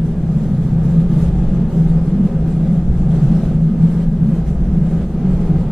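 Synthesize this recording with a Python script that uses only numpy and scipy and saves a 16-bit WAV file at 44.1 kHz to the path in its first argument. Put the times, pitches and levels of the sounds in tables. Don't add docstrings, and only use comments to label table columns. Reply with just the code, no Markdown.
import sys
import numpy as np
from scipy import signal
from scipy.fft import irfft, next_fast_len
from scipy.io import wavfile
from scipy.ndimage import uniform_filter1d

SR = 44100
rng = np.random.default_rng(int(sys.argv[2]) if len(sys.argv) > 2 else 0)


def transcribe(signal):
    frames = np.atleast_2d(signal).T
    limited = np.clip(frames, -1, 1)
    pcm = np.round(limited * 32767).astype(np.int16)
    wavfile.write(sys.argv[1], SR, pcm)


N = 251811


def gain_of(db):
    return 10 ** (np.asarray(db) / 20)


def evened(x):
    return x / np.sqrt(np.mean(x ** 2) + 1e-20)


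def read(points, hz):
    f, value = np.transpose(points)
    return np.interp(np.log(hz + 1), np.log(f + 1), value)


def columns(rows, t):
    s, *values = np.transpose(rows)
    return [np.interp(t, s, v) for v in values]


def resonance(hz, f, width):
    return 1 / (1 + (2 * (hz - f) / width) ** 2)


def steadied(x, seconds):
    width = max(round(seconds * SR), 1)
    power = (x ** 2).mean(0)
    power = uniform_filter1d(uniform_filter1d(power, width), width)
    return x / np.sqrt(abs(power) + 1e-3)


def port_pair(shape, hz):
    # (f/Hz, likeness)
    likeness_points = [(60, 0.87), (110, 1.0), (200, 0.98), (370, 0.99), (670, 0.99), (1230, 0.92),
                       (2250, 0.74), (4120, 0.32), (7540, -0.2), (13800, 0.34)]
    a, b, c, d = np.moveaxis(rng.standard_normal(shape + (4,)), -1, 0)
    same = np.clip(read(likeness_points, hz), -1, 1)
    left = a + 1j * b
    unrelated = c + 1j * d
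    right = same * left + np.sqrt(1 - same ** 2) * unrelated
    return np.array([left, right])


def smooth_noise(shape, *widths):
    x = rng.standard_normal(shape)
    for axis, width in enumerate(widths):
        x = uniform_filter1d(x, size=width, axis=axis)
    return evened(x)


def wide_noise(colour_db, size, patchy_db, flicker_db, ripple_db):
    # (f/Hz, difference/dB)
    leftward_points = [(200, 0), (1500, -0.05), (2600, -0.7), (4000, -0.3), (5500, -4), (7500, -5.5),
                       (9500, -5.5), (11500, 5), (14000, 3)]
    hop = size // 4
    frames = 4 * N // size + 5
    hz = np.fft.rfftfreq(size, 1 / SR)
    t = np.arange(frames)[:, None] * size / 4 / SR

    patches = smooth_noise((frames, len(hz)), 10, 12)
    flicker = smooth_noise(frames, 4)[:, None]
    ripple = smooth_noise(len(hz), 2)
    field_db = patchy_db * patches + flicker_db * flicker + ripple_db * ripple

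    spectra = port_pair(patches.shape, hz) * gain_of(colour_db(t, hz) + field_db)
    half_each_way = np.array([.5, -.5])[:, None, None]
    spectra *= gain_of(half_each_way * read(leftward_points, hz))
    _, sound = signal.istft(np.swapaxes(spectra, 1, 2), nperseg=size, noverlap=size - hop)
    return evened(sound[:, :N])


def gusts(t):
    # (start/s, length/s, lift at start/dB, lift at end/dB, added brightness/(dB per octave))
    gust_rows = [(0.032, 0.099, 4, 1.5, 0), (0.298, .42, 2, 4.5, .5), (0.819, .22, 5, 4, .3),
                 (1.099, .19, 6, 10, 0), (1.357, .27, 5, 1.5, -1.5), (1.72, .25, 5.5, 3, 1),
                 (2.043, .14, 3.5, 0.5, 0.3), (2.239, .11, 6, 2.5, -0.5), (2.467, 0.091, 6, 3.5, 1.1),
                 (2.6, .2, 2, 3, 0.3), (2.9, .12, 1.5, 3, -0.5), (3.096, .45, 6.5, 6, -0.7),
                 (3.617, .1, 2, 2, -1), (3.811, .24, 5.5, 4.5, -0.4), (4.242, .17, 2.5, 3.5, .7),
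                 (4.456, .07, 7.5, 5.5, -1.1), (4.822, .12, 2, 5, -0.2), (5.0, .05, 3, 4, -1.2),
                 (5.258, .24, 2, 4, 0.5), (5.568, .07, 3.5, 4, -.3)]
    edge_s = 0.024
    lift_db = 0
    tilt_db = -0.2
    for s, length, first_db, last_db, bright_db in gust_rows:
        on = .5 * (np.tanh((t - s) / edge_s) - np.tanh((t - s - length) / edge_s))
        lift_db = lift_db + on * np.interp(t, [s, s + length], [first_db, last_db])
        tilt_db = tilt_db + on * bright_db
    return lift_db, tilt_db


def buzz_colour(t, hz):
    # (f/Hz, relative level per Hz/dB)
    buzz_points = [(880, -30.5), (1500, -7.5), (2540, -14.5), (3370, -10), (4910, -15), (8150, -14.5),
                   (11900, -23.5), (13700, -22.5), (14200, -30.5)]
    # (f/Hz, width/Hz, lift/(dB per dB of buzz))
    f, width, lift = (2800, 650, 0.41)
    gust_db, tilt_db = gusts(t)
    rattle_db = lift * (gust_db - gust_db.mean()) * resonance(hz, f, width)
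    return read(buzz_points, hz) + tilt_db * np.log2(hz / 5000 + .05) + rattle_db


def roar_colour(t, hz):
    # (f/Hz, relative level per Hz/dB)
    roar_points = [(140, -37.5), (240, -11), (280, -9.5), (327, -7.5), (410, -9.5), (479, -16), (552, -16),
                   (645, -19), (774, -21.5), (1060, -30), (1230, -30.5), (2530, -41), (7000, -55.5),
                   (9100, -81), (15400, -120)]
    # (f/Hz, width/Hz, lift/dB)
    panel_rows = [(314, 11, 2.5), (423, 13, 0.5), (531, 35, 4.5), (772, 61, 4.5), (890, 21, -2.5),
                  (900, 11, 4), (1190, 29, 2), (1230, 9.6, 5.5)]
    return read(roar_points, hz) + sum(db * resonance(hz, f, width) for f, width, db in panel_rows)


def rolling():
    # (t/s, level/dB)
    ride_rows = [(0.03, -34), (0.39, -32.5), (0.72, -32.5), (0.78, -31), (2.68, -31), (2.89, -32.5),
                 (3.41, -29.5), (3.63, -34), (3.71, -31.5), (3.74, -32), (4.03, -30.5), (4.07, -35),
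                 (4.37, -30.5), (4.49, -33.5), (5.02, -29.5), (5.06, -35), (5.24, -29), (5.67, -30)]
    buzz_db = -56.5
    t = np.arange(N) / SR
    gust_db, _ = gusts(t)
    ride_db, = columns(ride_rows, t)
    roar = wide_noise(roar_colour, size=4096, patchy_db=0.87, flicker_db=0.23, ripple_db=1.56)
    buzz = wide_noise(buzz_colour, size=1024, patchy_db=2.0, flicker_db=0.9, ripple_db=0.4)
    return gain_of(ride_db + 0.22 * gust_db) * roar + gain_of(buzz_db + gust_db) * buzz


def hum():
    # (t/s, f/Hz, level/dB)
    hum_rows = [(0.0, 160.8, -13.5), (0.16, 166, -19.5), (0.38, 159.5, -16.5), (0.51, 164.3, -30.5),
                (0.6, 162.4, -12.5), (0.68, 162, -20.5), (0.78, 160, -12.5), (0.84, 166.9, -21.5),
                (1.0, 165.6, -10), (1.06, 171.7, -30), (1.16, 162.2, -16), (1.38, 171.1, -21),
                (1.59, 171.0, -20.5), (1.73, 162.9, -22.5), (1.78, 163.1, -9.5), (2.15, 164.9, -18),
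                (2.22, 161, -20.5), (2.61, 162.7, -19), (2.7, 163.6, -11.5), (2.91, 166, -31),
                (3.01, 163.3, -16), (3.16, 161.2, -13), (3.23, 155.9, -23), (3.39, 167.4, -10),
                (3.59, 159.7, -18.5), (3.7, 161.8, -8), (3.75, 157.7, -26), (3.83, 163.2, -9.5),
                (3.91, 166.8, -14.5), (4.66, 163.8, -22.5), (4.91, 160.4, -19.5), (4.96, 167.9, -16),
                (5.02, 172, -31), (5.14, 167.0, -24), (5.58, 166.8, -17.5), (5.71, 171.3, -26)]
    fuzz_share, width_hz = 0.29, 11.3
    hz, level_db = columns(hum_rows, np.arange(N) / SR)
    r = np.exp(-np.pi * width_hz / SR)
    fuzz = signal.lfilter([1], [1, -2 * r, r * r], rng.standard_normal((N, 2)), axis=0)
    fuzz = evened(fuzz) @ [1, 1j]
    carrier = np.exp(2j * np.pi * np.cumsum(hz) / SR)
    tone = ((1 + fuzz_share * fuzz) * carrier).real
    left_right = gain_of([[.15], [-.15]])
    return gain_of(level_db) * evened(tone) * left_right


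def swells(rows, t, rise_s):
    s, fall_s, *lifts_db = np.transpose(rows)
    late = t[:, None] - s
    hump = np.exp(-(late / np.where(late < 0, rise_s, fall_s)) ** 2)
    return [hump @ lift_db for lift_db in lifts_db]


def shaking():
    # (t/s, fall/s, lift of the bounce/dB, lift of the bogie/dB)
    jolt_rows = [(.85, 0.17, 0, 6), (1.05, 0.14, 5.5, -1), (1.27, .3, 5, 11.5), (1.45, .15, 7.5, -2.5),
                 (1.87, .22, 8, 2.5), (2.4, 0.19, 1, 6), (2.89, 0.22, 10, 11.5), (3.3, .12, 6, -0.5),
                 (3.5, 0.14, 3.5, 3.5), (4.08, 0.091, 7.5, -3.5), (4.48, .2, 4, 9.5), (4.66, 0.16, 8, 7),
                 (4.95, 0.16, 1, 5.5), (5.33, .3, 7, 5.5)]
    # (t/s, fall/s, lift/dB)
    throb_rows = [(.47, 0.12, 6), (1.06, 0.11, 5), (1.55, .17, 5), (2.22, 0.051, 13), (2.7, 0.12, 7),
                  (3.05, .1, 4), (3.34, 0.071, 8), (3.55, 0.052, 4), (3.77, 0.13, 7.5), (4.23, 0.089, 9),
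                  (4.76, .16, 6.5), (5.3, 0.13, 8.5)]
    # (t/s, level/dB)
    boom_rows = [(0.0, -25.5), (0.86, -16), (0.95, -25.5), (1.16, -16.5), (1.19, -20), (2.53, -25),
                 (3.18, -18.5), (3.26, -13), (3.34, -28.5), (3.54, -18), (3.58, -29.5), (4.17, -25),
                 (4.18, -19), (4.76, -27.5), (4.82, -18), (4.9, -30), (4.98, -19), (5.04, -33.5),
                 (5.37, -17.5), (5.47, -30), (5.53, -14), (5.71, -24)]
    calm_bounce_db, calm_bogie_db, calm_upper_db = -26.5, -29.5, -23.5
    t = np.arange(0, N + 256, 256) / SR
    bounce_db, bogie_db = swells(jolt_rows, t, rise_s=0.065)
    throb_db, = swells(throb_rows, t, rise_s=.1)
    lower_db, = columns(boom_rows, t)
    levels_db = calm_bounce_db + bounce_db, calm_bogie_db + bogie_db, lower_db, calm_upper_db + throb_db
    return [np.interp(np.arange(N) / SR, t, db) for db in levels_db]


def shell():
    # (f/Hz, width/Hz, relative level/dB)
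    bounce_modes = [(11.1, 10, -4), (27.4, 18, -1), (37, 7.5, -3.5)]
    bogie_modes = [(58.4, 6, 0.83), (73.2, 6.3, -1.9)]
    lower_modes = [(95, 4.2, -16), (115, 16, -10.5), (139.1, 22, 5)]
    upper_modes = [(184.4, 21.5, -1), (215.1, 18, -6), (231.7, 18, -11), (250.5, 17, -19.5)]
    size = next_fast_len(N)
    hz = np.fft.rfftfreq(size, 1 / SR)
    both, apart = rng.standard_normal((2, len(hz), 2)) @ [1, 1j]
    apart_gain = gain_of(-28.5 + 2.0 * np.log2(hz / 100 + .1))
    drive = both + apart_gain * np.outer([1, -1], apart)
    out = np.zeros((2, N))
    for modes, level_db in zip((bounce_modes, bogie_modes, lower_modes, upper_modes), shaking()):
        power = sum(gain_of(2 * db) * resonance(hz, f, width) ** 2 for f, width, db in modes)
        ringing = irfft(drive * np.sqrt(power), size)[:, :N]
        out += gain_of(level_db) * steadied(evened(ringing), 0.11)
    return out


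def scene():
    return shell() + hum() + rolling()


def record(dry):
    knee, room = .7, .22
    edge_hz = 14190
    over = np.maximum(abs(dry) - knee, 0)
    soft = dry - np.sign(dry) * (over - room * np.tanh(over / room))
    padded = np.pad(soft, ((0, 0), (511, 511)), "reflect", reflect_type="odd")
    low_pass = signal.firwin(1023, edge_hz, window=("kaiser", 9), fs=SR)
    return signal.oaconvolve(padded, low_pass[None], "valid")


dry = scene()
out = record(dry)
transcribe(out)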